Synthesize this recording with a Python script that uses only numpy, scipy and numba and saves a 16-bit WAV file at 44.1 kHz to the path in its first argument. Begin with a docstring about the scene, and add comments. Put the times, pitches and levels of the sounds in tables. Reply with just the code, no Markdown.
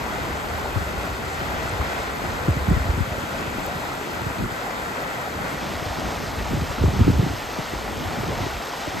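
"""A dense hiss of flood water rushing through debris, from the bank on a hand-held phone with two ports.
The rush is flickering noise with bursting bubbles; gurgles, plops, snaps and thicker patches are dying sines.
Gusts rumble and flutter on the ports as band-passed noise; single eddies thump as sinking sines.
Midway the phone narrows its hearing to the front: the middle treble rises and moves to the centre."""
import sys
import numpy as np
from scipy import signal
from scipy.fft import rfft, irfft, next_fast_len
from scipy.io import wavfile
from scipy.ndimage import uniform_filter1d
from numba import njit

SR = 44100
rng = np.random.default_rng(int(sys.argv[2]) if len(sys.argv) > 2 else 0)


def log_audio(samples):
    """Write samples as a 16-bit WAV file to the path given in sys.argv[1]."""
    # one column per channel
    frames = np.atleast_2d(samples).T
    # limit to full scale, then quantise
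    limited = np.clip(frames, -1, 1)
    pcm = np.round(limited * 32767).astype(np.int16)
    wavfile.write(sys.argv[1], SR, pcm)


N = 396880

# single eddies that hit the ports: t/s, peak level/dB, final f/Hz, starting excess as share of f (below 0: none),
# rise to peak/ms, slap level/dB relative to the peak
EDDY_HITS = [(0.54, -31, 74, -1.5, 16, -3), (0.756, -17, 92, 0.5, 10.6, -13), (0.801, -23, 74, 0, 14, -10),
             (0.955, -25, 58, -10, 17, -14), (1.26, -28, 51, 0.5, 17, -5),
             (1.419, -24, 59.3, 2.5, 4.4, -13), (1.64, -33, 70, 2.5, 10, -10),
             (1.72, -27, 75, 1.5, 14, -12), (1.793, -18, 64, 0.5, 12, -12), (2.48, -11.5, 65, 2.0, 14, 0),
             (2.564, -17.5, 58, 3.5, 7, -7), (2.606, -20, 70, -1, 11, -12),
             (2.681, -9.5, 57.6, 4, 5.1, -11), (2.706, -9, 146, 1, 6.6, -9), (2.72, -11, 56, 0.5, 9.2, -16),
             (2.763, -15, 106, 0, 5.4, -20), (2.8, -17, 58, 0.5, 11, -13), (2.849, -21, 74, 1, 12, -15),
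             (2.888, -11.5, 65, 0.5, 6.4, -24), (2.932, -20, 50.7, 2.0, 11, -11),
             (2.973, -16.7, 58, 2.5, 8, -6), (3.003, -13, 45, 3, 8.7, -8), (3.071, -23, 65, 4, 5.4, -12),
             (3.113, -23.5, 65, 3, 5.7, -15), (3.177, -25, 106, -1.5, 5, -1), (3.232, -26, 85, 2, 5.1, 0),
             (3.322, -28, 70, 4, 4.1, 2), (3.474, -25, 95, 0, 6.6, -6), (3.579, -27, 65.6, 3, 5, 7),
             (3.752, -25, 74, 4, 5, -11), (4.213, -29, 85, 1.5, 7, 6), (4.235, -32, 75, 0.5, 9, -1),
             (4.262, -18, 50, 4, 6.6, -11), (4.3, -30, 106, 0.5, 5, 5), (4.393, -22.5, 100, -1, 5.5, 2),
             (4.421, -25, 83, 3.0, 7.9, -11), (4.444, -30, 106, -1, 5, -3), (4.518, -28.3, 106, 0.5, 5, -4),
             (5.359, -27, 100, 0.5, 5.2, -4), (5.406, -25, 110, 0.5, 5, -7), (5.45, -34, 70, 1.5, 8, -3),
             (5.749, -24, 74, 0.0, 6.3, -11), (5.82, -26, 80, 2, 5, 0), (5.858, -24.5, 74, 1, 9.1, -8),
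             (5.9, -30, 85, 0.5, 7, -6), (5.98, -28, 90, 1.5, 7.4, -4), (6.024, -26, 62, -0.5, 12, 3),
             (6.058, -28, 65, -1, 7, -8), (6.235, -26, 100, 1, 5, -2), (6.27, -27, 65, 1, 8, -6),
             (6.505, -21.5, 74.7, 3.5, 13, -10), (6.53, -17, 72.5, 5, 11.3, -3),
             (6.565, -20, 64.5, 2.0, 17, -16), (6.614, -18.5, 58, 3.0, 11, -11),
             (6.7, -24, 51, 2.5, 5, -11), (6.808, -12, 52, 2.2, 10, -10), (6.834, -11, 51, 3.5, 14, 2.5),
             (6.849, -13.5, 60, 1.5, 11, -5), (6.876, -11.5, 70, 2.5, 8.2, -7),
             (6.927, -24, 90, 1.5, 12, -3), (6.962, -17, 55, 1, 10, -16), (6.99, -12, 58, 2.5, 4.1, -4),
             (7.001, -12, 59, 4, 8.4, -10), (7.008, -2.5, 44, 3, 9.1, -15), (7.022, -12, 44, 0.7, 11, -20),
             (7.044, -17, 80, 1, 7, -5), (7.066, -13, 110, 0.5, 4.5, -2),
             (7.076, -10.5, 49.7, 5.5, 12.6, 7.5), (7.096, -11, 120, 1.5, 5.1, 0),
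             (7.116, -17.5, 86, 0.5, 12, -10), (7.15, -24, 110, 0.5, 4.5, -10),
             (7.16, -16, 52, 0.5, 11, -17.5), (7.191, -7.5, 106, 1.0, 5, -8), (7.222, -16.5, 105, 2, 12, 3),
             (7.262, -16.5, 135, 2, 3.8, -6), (7.302, -29.5, 64.7, 2, 15, 9), (7.33, -26, 90, 1.5, 7.7, -1),
             (7.584, -22.5, 89, 3.5, 6.9, -1), (7.732, -25.5, 65, 2, 5.5, 6),
             (7.745, -25, 48, 0.8, 12, -12), (7.91, -25, 83, 0.5, 8, -9), (7.971, -25, 74, -0.5, 4.3, -8),
             (8.02, -28, 70, 0, 8, -4), (8.052, -25, 83, 0.5, 15, -6), (8.173, -29, 86, 4, 12.6, 1),
             (8.125, -36, 75, -0.5, 6, -6), (8.195, -24, 100, 1, 9.9, -6), (8.231, -27.5, 84, 1, 11, 10.5),
             (8.285, -25, 130, 1.5, 6, 2), (8.298, -24, 85, 0.5, 7, -6), (8.331, -25, 90, 0.5, 7.3, 2),
             (8.374, -27, 90, 1, 6, -4), (8.402, -25, 94, 0.5, 10, 5), (8.434, -21.5, 70, 2.5, 5.5, 0),
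             (8.462, -24.5, 58, 2, 4.6, 9), (8.52, -30, 70, 0.5, 10, -6), (8.56, -33, 55, 0, 14, -6),
             (8.871, -24.5, 57.6, 4.5, 5.8, 5.5), (8.945, -27, 65, 1.5, 6.2, -3)]


def undb(db):
    """Amplitude ratio of a level in dB."""
    return np.exp(np.asarray(db) * np.log(10) / 20)


def walk(rate):
    """Random levels held 1 / rate s and slewed by two running means; spread near 1."""
    step = 64  # samples per point of the coarse grid
    hold = int(SR / step / rate)
    levels = np.repeat(rng.standard_normal(N // (step * hold) + 2), hold)
    slewed = uniform_filter1d(uniform_filter1d(levels, hold), hold)
    return 1.3 * np.interp(np.arange(N) / step, np.arange(len(levels)), slewed)


def band(x, lo_hz, hi_hz, order=2):
    """Butterworth band-pass."""
    return signal.sosfilt(signal.butter(order, [lo_hz, hi_hz], "bandpass", fs=SR, output="sos"), x)


def unit(x):
    """Scale to an rms of 1."""
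    return x / np.sqrt(np.mean(x ** 2))


@njit
def rings(count, at, hz, size, cycles, offset):
    """Each grain is a dying sine that starts off pitch by the share offset and slides home."""
    y = np.zeros(count)
    for k in range(len(at)):
        fade = np.exp(-hz[k] / (cycles[k] * SR))  # falls to 1/e in the given cycles
        phase, left = 0., 1.
        for i in range(min(int(4 * cycles[k] * SR / hz[k]), count - at[k])):
            phase += 2 * np.pi * hz[k] * (1 + offset * left * left) / SR
            left *= fade
            y[at[k] + i] += size[k] * left * np.sin(phase)
    return y


def samples(seconds):
    """Sample numbers of moments in seconds."""
    return (seconds * SR).astype(np.int64)


def water(t, gurgle_db=-18.0):
    """Rush, gurgles and snapping drops, through the wide and then the narrow hearing of the phone."""
    # wide and front-only hearing of the water: f/Hz, level/dB per Hz, left minus right level/dB,
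    # likeness of the ports [0-1], right leads [half turns]
    wide_hearing = [(30, -63, 2, .8, -0.14), (100, -63, -1, 1, -0.085), (303, -62, 1, 0.85, -0.15),
                    (850, -62, 1.5, 0.33, -0.18), (1190, -65, 1, 0.07, -0.27), (1388, -62.5, 0, 0.2, 0.47),
                    (1720, -65, 3.5, 0.79, 0.92), (1974, -65, 1, 0.1, 0.47), (2190, -71, 3, 0.64, -0.12),
                    (2550, -72, 5.5, 0.8, -0.12), (2880, -75, 5, 0.36, -0.56), (3280, -75, 4, 0.2, -0.04),
                    (4030, -78, 1, 0.98, -0.26), (4790, -79, 1.5, 0.7, 0.37), (5500, -82.5, 2.5, 0.4, 0.25),
                    (6100, -81, 1, 0.6, 0.25), (6460, -83, 0, 1, 0)]
    front_hearing = [(30, -64, 0, .8, 0), (100, -68, 0.16, 0.57, 0), (306, -65, 0.65, 0.9, -0.12),
                     (746, -61.5, 1.3, 0.75, -0.2), (1140, -65.5, 1.6, 0.55, -0.24),
                     (1520, -66, 2, 0.34, 0.23), (1640, -69, 1.1, 0.33, 0.21),
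                     (1910, -66.5, 0, 0.75, -0.057), (2060, -70, 0, 0.99, 0), (2200, -69.7, 0, 1, 0),
                     (3030, -72.3, 0, 1, 0), (4000, -74.6, 0, 1, 0), (5200, -76.8, 0, 1, 0),
                     (5300, -77, 0, 0.81, 0), (6150, -79, 0, 0.85, 0), (6300, -78.5, 0, 1, 0)]
    # passage from wide to front-only hearing: t/s, front share [0-1]
    narrowing = [(5.45, 0), (5.56, 0.35), (5.65, 0.9), (5.74, 1)]
    # drops that snap close by: t/s, starting level/dB above the rush before port colour, final f/Hz
    snaps = [(1.3438, 7, 6940), (1.695, 13, 7390), (2.5067, 5, 7110), (2.6998, 10, 7300),
             (3.6626, 24, 13300)]

    surge_db, lap_db = 0.9 * walk(13), 0.8 * walk(9)
    near, apart = (rush(surge_db, lap_db) for _ in range(2))
    gurgles = bubbles(count=1300, lo_hz=402.0, hi_hz=1690.0, scatter_db=1.33, cycles=5.0)
    near = near + undb(gurgle_db) * gurgles
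    s, db, hz = np.transpose(snaps)
    near = near + rings(N, samples(s), hz, undb(db), np.full(len(s), 12.), 0.28)

    narrow = np.clip(np.interp(t, *np.transpose(narrowing)), 0, 1)
    return (1 - narrow) * ports(near, apart, wide_hearing) + narrow * ports(near, apart, front_hearing)


def rush(surge_db, lap_db, fizz_share=0.16):
    """Turbulent hiss with a share of its power in the fizz of many bursting bubbles."""
    hiss = churn(surge_db, lap_db)
    fizz = bubbles(count=24000, lo_hz=615.0, hi_hz=13660.0, scatter_db=2.34, cycles=3.27)
    return np.sqrt(1 - fizz_share) * hiss + np.sqrt(fizz_share) * fizz


def churn(shared_db, lap_db, steady_s=0.16):
    """White rush whose half-octave bands flicker alone; middle and spray lap together, the treble surges."""
    # slow swell of the rush: t/s, gurgling middle level/dB, spray level/dB
    flow = [(0, -0.2, -.5), (.6, 1.5, 0.5), (1.2, 0, 1.5), (2.1, 2, 1), (2.7, 0.5, 0), (3.3, -0.5, 0.5),
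            (4.2, 0, 0.5), (4.7, 1, -0.2), (5.4, 0, -1.1), (5.8, 0, -1), (6.4, 0.5, -1.7), (7, -0.6, -1),
            (7.5, -1.2, -1.5), (8.2, 1.5, -1.5), (8.6, -1, -0.5), (9, 0.5, -0.5)]
    s, middle_db, spray_db = np.transpose(flow)
    middle_db, spray_db = (np.interp(np.arange(N) / SR, s, c) for c in (middle_db, spray_db))

    size = next_fast_len(N)
    spectrum = rfft(rng.standard_normal(size))
    hz = np.arange(len(spectrum)) * SR / size
    place = 2 * np.log2(np.maximum(hz, 250) / 250)  # half octaves above 250 Hz
    out = np.zeros(N)
    for k in range(14):
        bright = k / 13
        middle, spray = 2 <= k <= 6, 7 <= k <= 9
        share = np.cos(np.pi / 2 * np.clip(place - k, -1, 1)) ** 2
        flicker_db = 1.1 * (1 - bright) * walk(6)
        flicker_db = flicker_db + (0.95 + 0.22 * bright) * walk(16)
        flicker_db = flicker_db + 0.65 * bright * walk(30)
        flicker_db = flicker_db + bright * shared_db
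        # the brighter the band, the steadier its level over more than steady_s
        flicker_db = flicker_db - bright * uniform_filter1d(flicker_db, int(steady_s * SR))
        flow_db = middle * (middle_db + lap_db) + spray * (spray_db + 0.9 * lap_db)
        out += undb(flicker_db + flow_db) * irfft(spectrum * share, size)[:N]
    return unit(out)


def bubbles(count, lo_hz, hi_hz, scatter_db, cycles):
    """Bubbles burst at random, rising in pitch; a few are louder than the rest."""
    when, pitch, luck = rng.random((count, 3)).T
    hz = lo_hz * (hi_hz / lo_hz) ** pitch
    size = hz * undb(-scatter_db * np.log(luck + 0.0033))  # small bubbles, high in pitch, start stronger
    return unit(rings(N, (when * N).astype(np.int64), hz, size, np.full(count, cycles), -0.15))


def ports(near, apart, hearing):
    """Colour, balance, likeness and phase between the two ports, frequency by frequency."""
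    # top treble, in either hearing: f/Hz, level/dB per Hz
    treble_level = [(7000, -82.5), (8500, -82), (10000, -85.5), (12500, -87.5), (15500, -85.5)]
    # its image, turning from in step to opposed and back: f/Hz, likeness [0-1], right leads [half turns]
    treble_image = [(7000, 1, 0), (7550, 1, 0), (7650, .8, .15), (9000, .72, .72), (9150, 1, 1),
                    (10800, 1, 1), (10950, .7, 1.3), (11750, .7, 1.8), (11850, 1, 2), (13600, 1, 2),
                    (13750, .68, 2.22), (14500, .68, 2.7), (14650, 1, 3), (17000, 1, 3)]
    hz_top, db_top = np.transpose(treble_level)
    top = [(f, np.interp(f, hz_top, db_top), 0, like, lead) for f, like, lead in treble_image]
    hz, *columns = np.transpose(hearing + top)

    size = next_fast_len(N)
    log_hz = np.log(np.arange(1, size // 2 + 2) * SR / size)
    db, pan_db, like, lead = (np.interp(log_hz, np.log(hz), c) for c in columns)
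    like = np.clip(like, 0, 1)
    side = np.array([[1], [-1]])  # left, right
    common = np.sqrt((1 + like) / 2) * rfft(near, size)
    opposed = side * np.sqrt((1 - like) / 2) * rfft(apart, size)
    level = undb(db + side * pan_db / 2) * np.sqrt(SR / 2)
    turn = np.exp(-.5j * np.pi * side * lead)
    return irfft((common + opposed) * (level * turn), size)[:, :N]


def plops():
    """Each large bubble rings a few cycles, rising."""
    # large bubbles that stand out of the rush: t/s, starting level/dB, final f/Hz
    big_bubbles = [(0.878, -25, 640), (1.46, -27, 1300), (1.671, -20, 1340), (1.812, -18.5, 1290),
                   (2.194, -28, 750), (2.254, -29, 770), (2.856, -23, 704), (5.275, -23, 800),
                   (5.774, -24, 716), (5.806, -28, 730), (5.898, -34, 916), (6.101, -24, 760),
                   (6.308, -28, 960), (6.886, -23, 750), (7.578, -31, 700), (7.879, -24, 900),
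                   (8.391, -28, 740), (8.529, -24, 810), (8.872, -25, 646)]
    s, db, hz = np.transpose(big_bubbles)
    return band(rings(N, samples(s), hz, undb(db), np.full(len(s), 5.), -0.22), 300., 3000.)


def thick_patches(count=12, length_s=.055, spread_octaves=0.65):
    """Brief thicker patches in the water's grain: a handful of short rising tones around one pitch."""
    # thicker patches: start t/s, starting level/dB of the weakest tones, middle f/Hz
    patches = [(0.33, -36, 780), (0.48, -42, 1630), (0.52, -42, 830), (0.58, -40, 1300), (0.64, -37, 755),
               (0.74, -36, 1150), (1.03, -39, 786), (1.035, -35, 1300), (1.2, -38, 510), (1.98, -42, 1980),
               (2.42, -40, 1460), (3.1, -36, 705), (3.335, -34, 620), (3.675, -33, 775), (3.81, -33, 796),
               (3.99, -45, 1300), (4.56, -45, 1300), (4.62, -37, 870), (4.675, -34, 755),
               (4.765, -38, 1016), (4.975, -35, 614), (5.145, -37, 674), (6.45, -35, 770),
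               (7.02, -36, 1290), (8.06, -43, 900), (8.14, -39, 620), (8.21, -39, 1250), (8.3, -34, 563),
               (8.37, -41, 1000), (8.45, -41, 1340)]
    s, db, hz = (np.repeat(c, count) for c in np.transpose(patches))
    when, pitch, luck = rng.random((len(s), 3)).T
    at = samples(s + length_s * when)
    tone_hz = hz * 2 ** (spread_octaves * (pitch - .5))
    return rings(N, at, tone_hz, undb(db + 8.0 * luck), np.full(len(s), 4.), -0.1)


def wind(t, likeness=0.9, lag_s=0.00054):
    """Both ports feel nearly the same gust, the left a moment later; an unlike part is opposed between them."""
    like = np.clip(likeness, 0, 1)
    hits, hits_apart = thumps()
    both = np.sqrt((1 + like) / 2) * eddies(t, -0.38, 36.0) + hits
    own = np.sqrt((1 - like) / 2) * eddies(t, 2.2, 48.0) + hits_apart
    return np.array([np.interp(t - lag_s, t, both) + own, both - own])


def thumps(turn_spread=0.32, choke=0.037, slap_apart=0.25):
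    """Each eddy swells and dies, its pitch sinking or level, with a brighter slap; the ports differ a little."""
    both, apart = np.zeros(N), np.zeros(N)
    for (s, db, hz, drop, rise_ms, _), turn in zip(EDDY_HITS, rng.standard_normal(len(EDDY_HITS))):
        at, rise_s = int(s * SR), max(rise_ms, 2) / 1000
        age = np.arange(min(int(8 * rise_s * SR), N - at)) / SR / rise_s  # in rise times
        phase = 2 * np.pi * hz * rise_s * (age + max(drop, 0) * (1 - np.exp(-age)))
        swell = undb(db) * age * np.exp(1 - age - choke * age ** 2)
        both[at:at + len(age)] += swell * np.sin(phase)
        apart[at:at + len(age)] += turn_spread * turn * swell * np.cos(phase)

    s, db, *_, slap_db = np.transpose(EDDY_HITS)
    slap_hz = 240 * 1.54 ** rng.random(len(s))
    lean = slap_apart * rng.standard_normal(len(s))
    slap_at = samples(s + 0.00272)
    slap, slap_side = (rings(N, slap_at, slap_hz, share * undb(db + slap_db), np.full(len(s), 1.7), 0.33)
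                       for share in (1., lean))
    return band(both + slap, 24.0, 640.0), band(apart + slap_side, 68.0, 700.0, order=3)


def eddies(t, flutter_gain_db, rumble_lo_hz, lull_db=1.5, wake_flutter_db=-3.5):
    """Port turbulence: a rumble and choppier flutter that follow the breeze and the wakes of the thumps."""
    # breeze on the ports between the thumps: t/s, rumble level/dB, flutter level/dB relative to the rumble
    # (rumble before the random lulls and swells, flutter before its gain; both before the last filter)
    gusts = [(0.0, -35, -2), (0.7, -33, -6), (1.1, -36.5, -1), (1.35, -33.5, -6), (1.65, -30.5, -7),
             (1.95, -38.5, -0.5), (2.45, -30, -7), (2.66, -32, -4), (3.0, -36, -8), (3.1, -39.5, 2),
             (3.55, -42, 4), (4.05, -51, 7.5), (4.2, -36, -1), (4.33, -45.5, 5), (4.45, -38, 8.5),
             (4.58, -57, 2), (5.2, -54, 9), (5.36, -44, 0), (5.47, -40, 4), (5.53, -45, 5), (5.7, -34, 0.5),
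             (5.9, -36.5, 0.5), (6.2, -36, -4), (6.33, -32, -5), (6.46, -30.5, -7), (6.55, -30, -5),
             (6.75, -34, -0.5), (6.92, -30, 2), (7.1, -37, 4), (7.3, -34, -5), (7.42, -37, -22),
             (7.55, -39, -10), (7.85, -39.5, 0.5), (8.0, -37, 3), (8.25, -38.5, 5), (8.47, -39, 3),
             (8.55, -37, -4), (8.62, -41, -7), (8.68, -55, -1), (8.84, -52, -8), (9.0, -32, 4)]
    s, rumble_db, flutter_db = np.transpose(gusts)
    breeze = undb(np.interp(t, s, rumble_db) + lull_db * walk(12))
    buffet_db = 1.5 * walk(25)
    rumble = unit(undb(buffet_db) * band(rng.standard_normal(N), 34.0, 91.4))
    chop_db = 1.5 * buffet_db + 2.1 * walk(40)
    flutter = unit(undb(chop_db) * band(rng.standard_normal(N), 129.0, 327.0))

    trail = wake(t)
    breeze_flutter = undb(np.interp(t, s, rumble_db + flutter_db))
    flutter_level = undb(flutter_gain_db) * np.hypot(breeze_flutter, undb(wake_flutter_db) * trail)
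    return band(np.hypot(breeze, trail) * rumble + flutter_level * flutter, rumble_lo_hz, 840.0, order=3)


def wake(t, below_peak_db=-13.5, rise_s=0.0083, fall_s=0.028):
    """Level of the turbulence that swells just before each thump and trails after it; powers add."""
    s, db = np.transpose(EDDY_HITS)[:2]
    coarse = t[::64]
    late = coarse - s[:, None]
    shape = np.exp(-2 * np.where(late > 0, late / fall_s, -late / rise_s))
    return np.interp(t, coarse, np.sqrt(undb(2 * (db + below_peak_db)) @ shape))


def scene():
    """Water, plops and thicker patches in front of the bank, and the wind on the ports."""
    t = np.arange(N) / SR
    return water(t) + plops() + thick_patches() + wind(t)


def record(dry, bass_hz=40., top_hz=15850):
    """The phone cuts the deepest bass and the top."""
    dry = signal.sosfilt(signal.butter(2, bass_hz, "highpass", fs=SR, output="sos"), dry)
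    return signal.sosfilt(signal.ellip(10, .2, 80, top_hz, fs=SR, output="sos"), dry)


dry = scene()
out = record(dry)
log_audio(out)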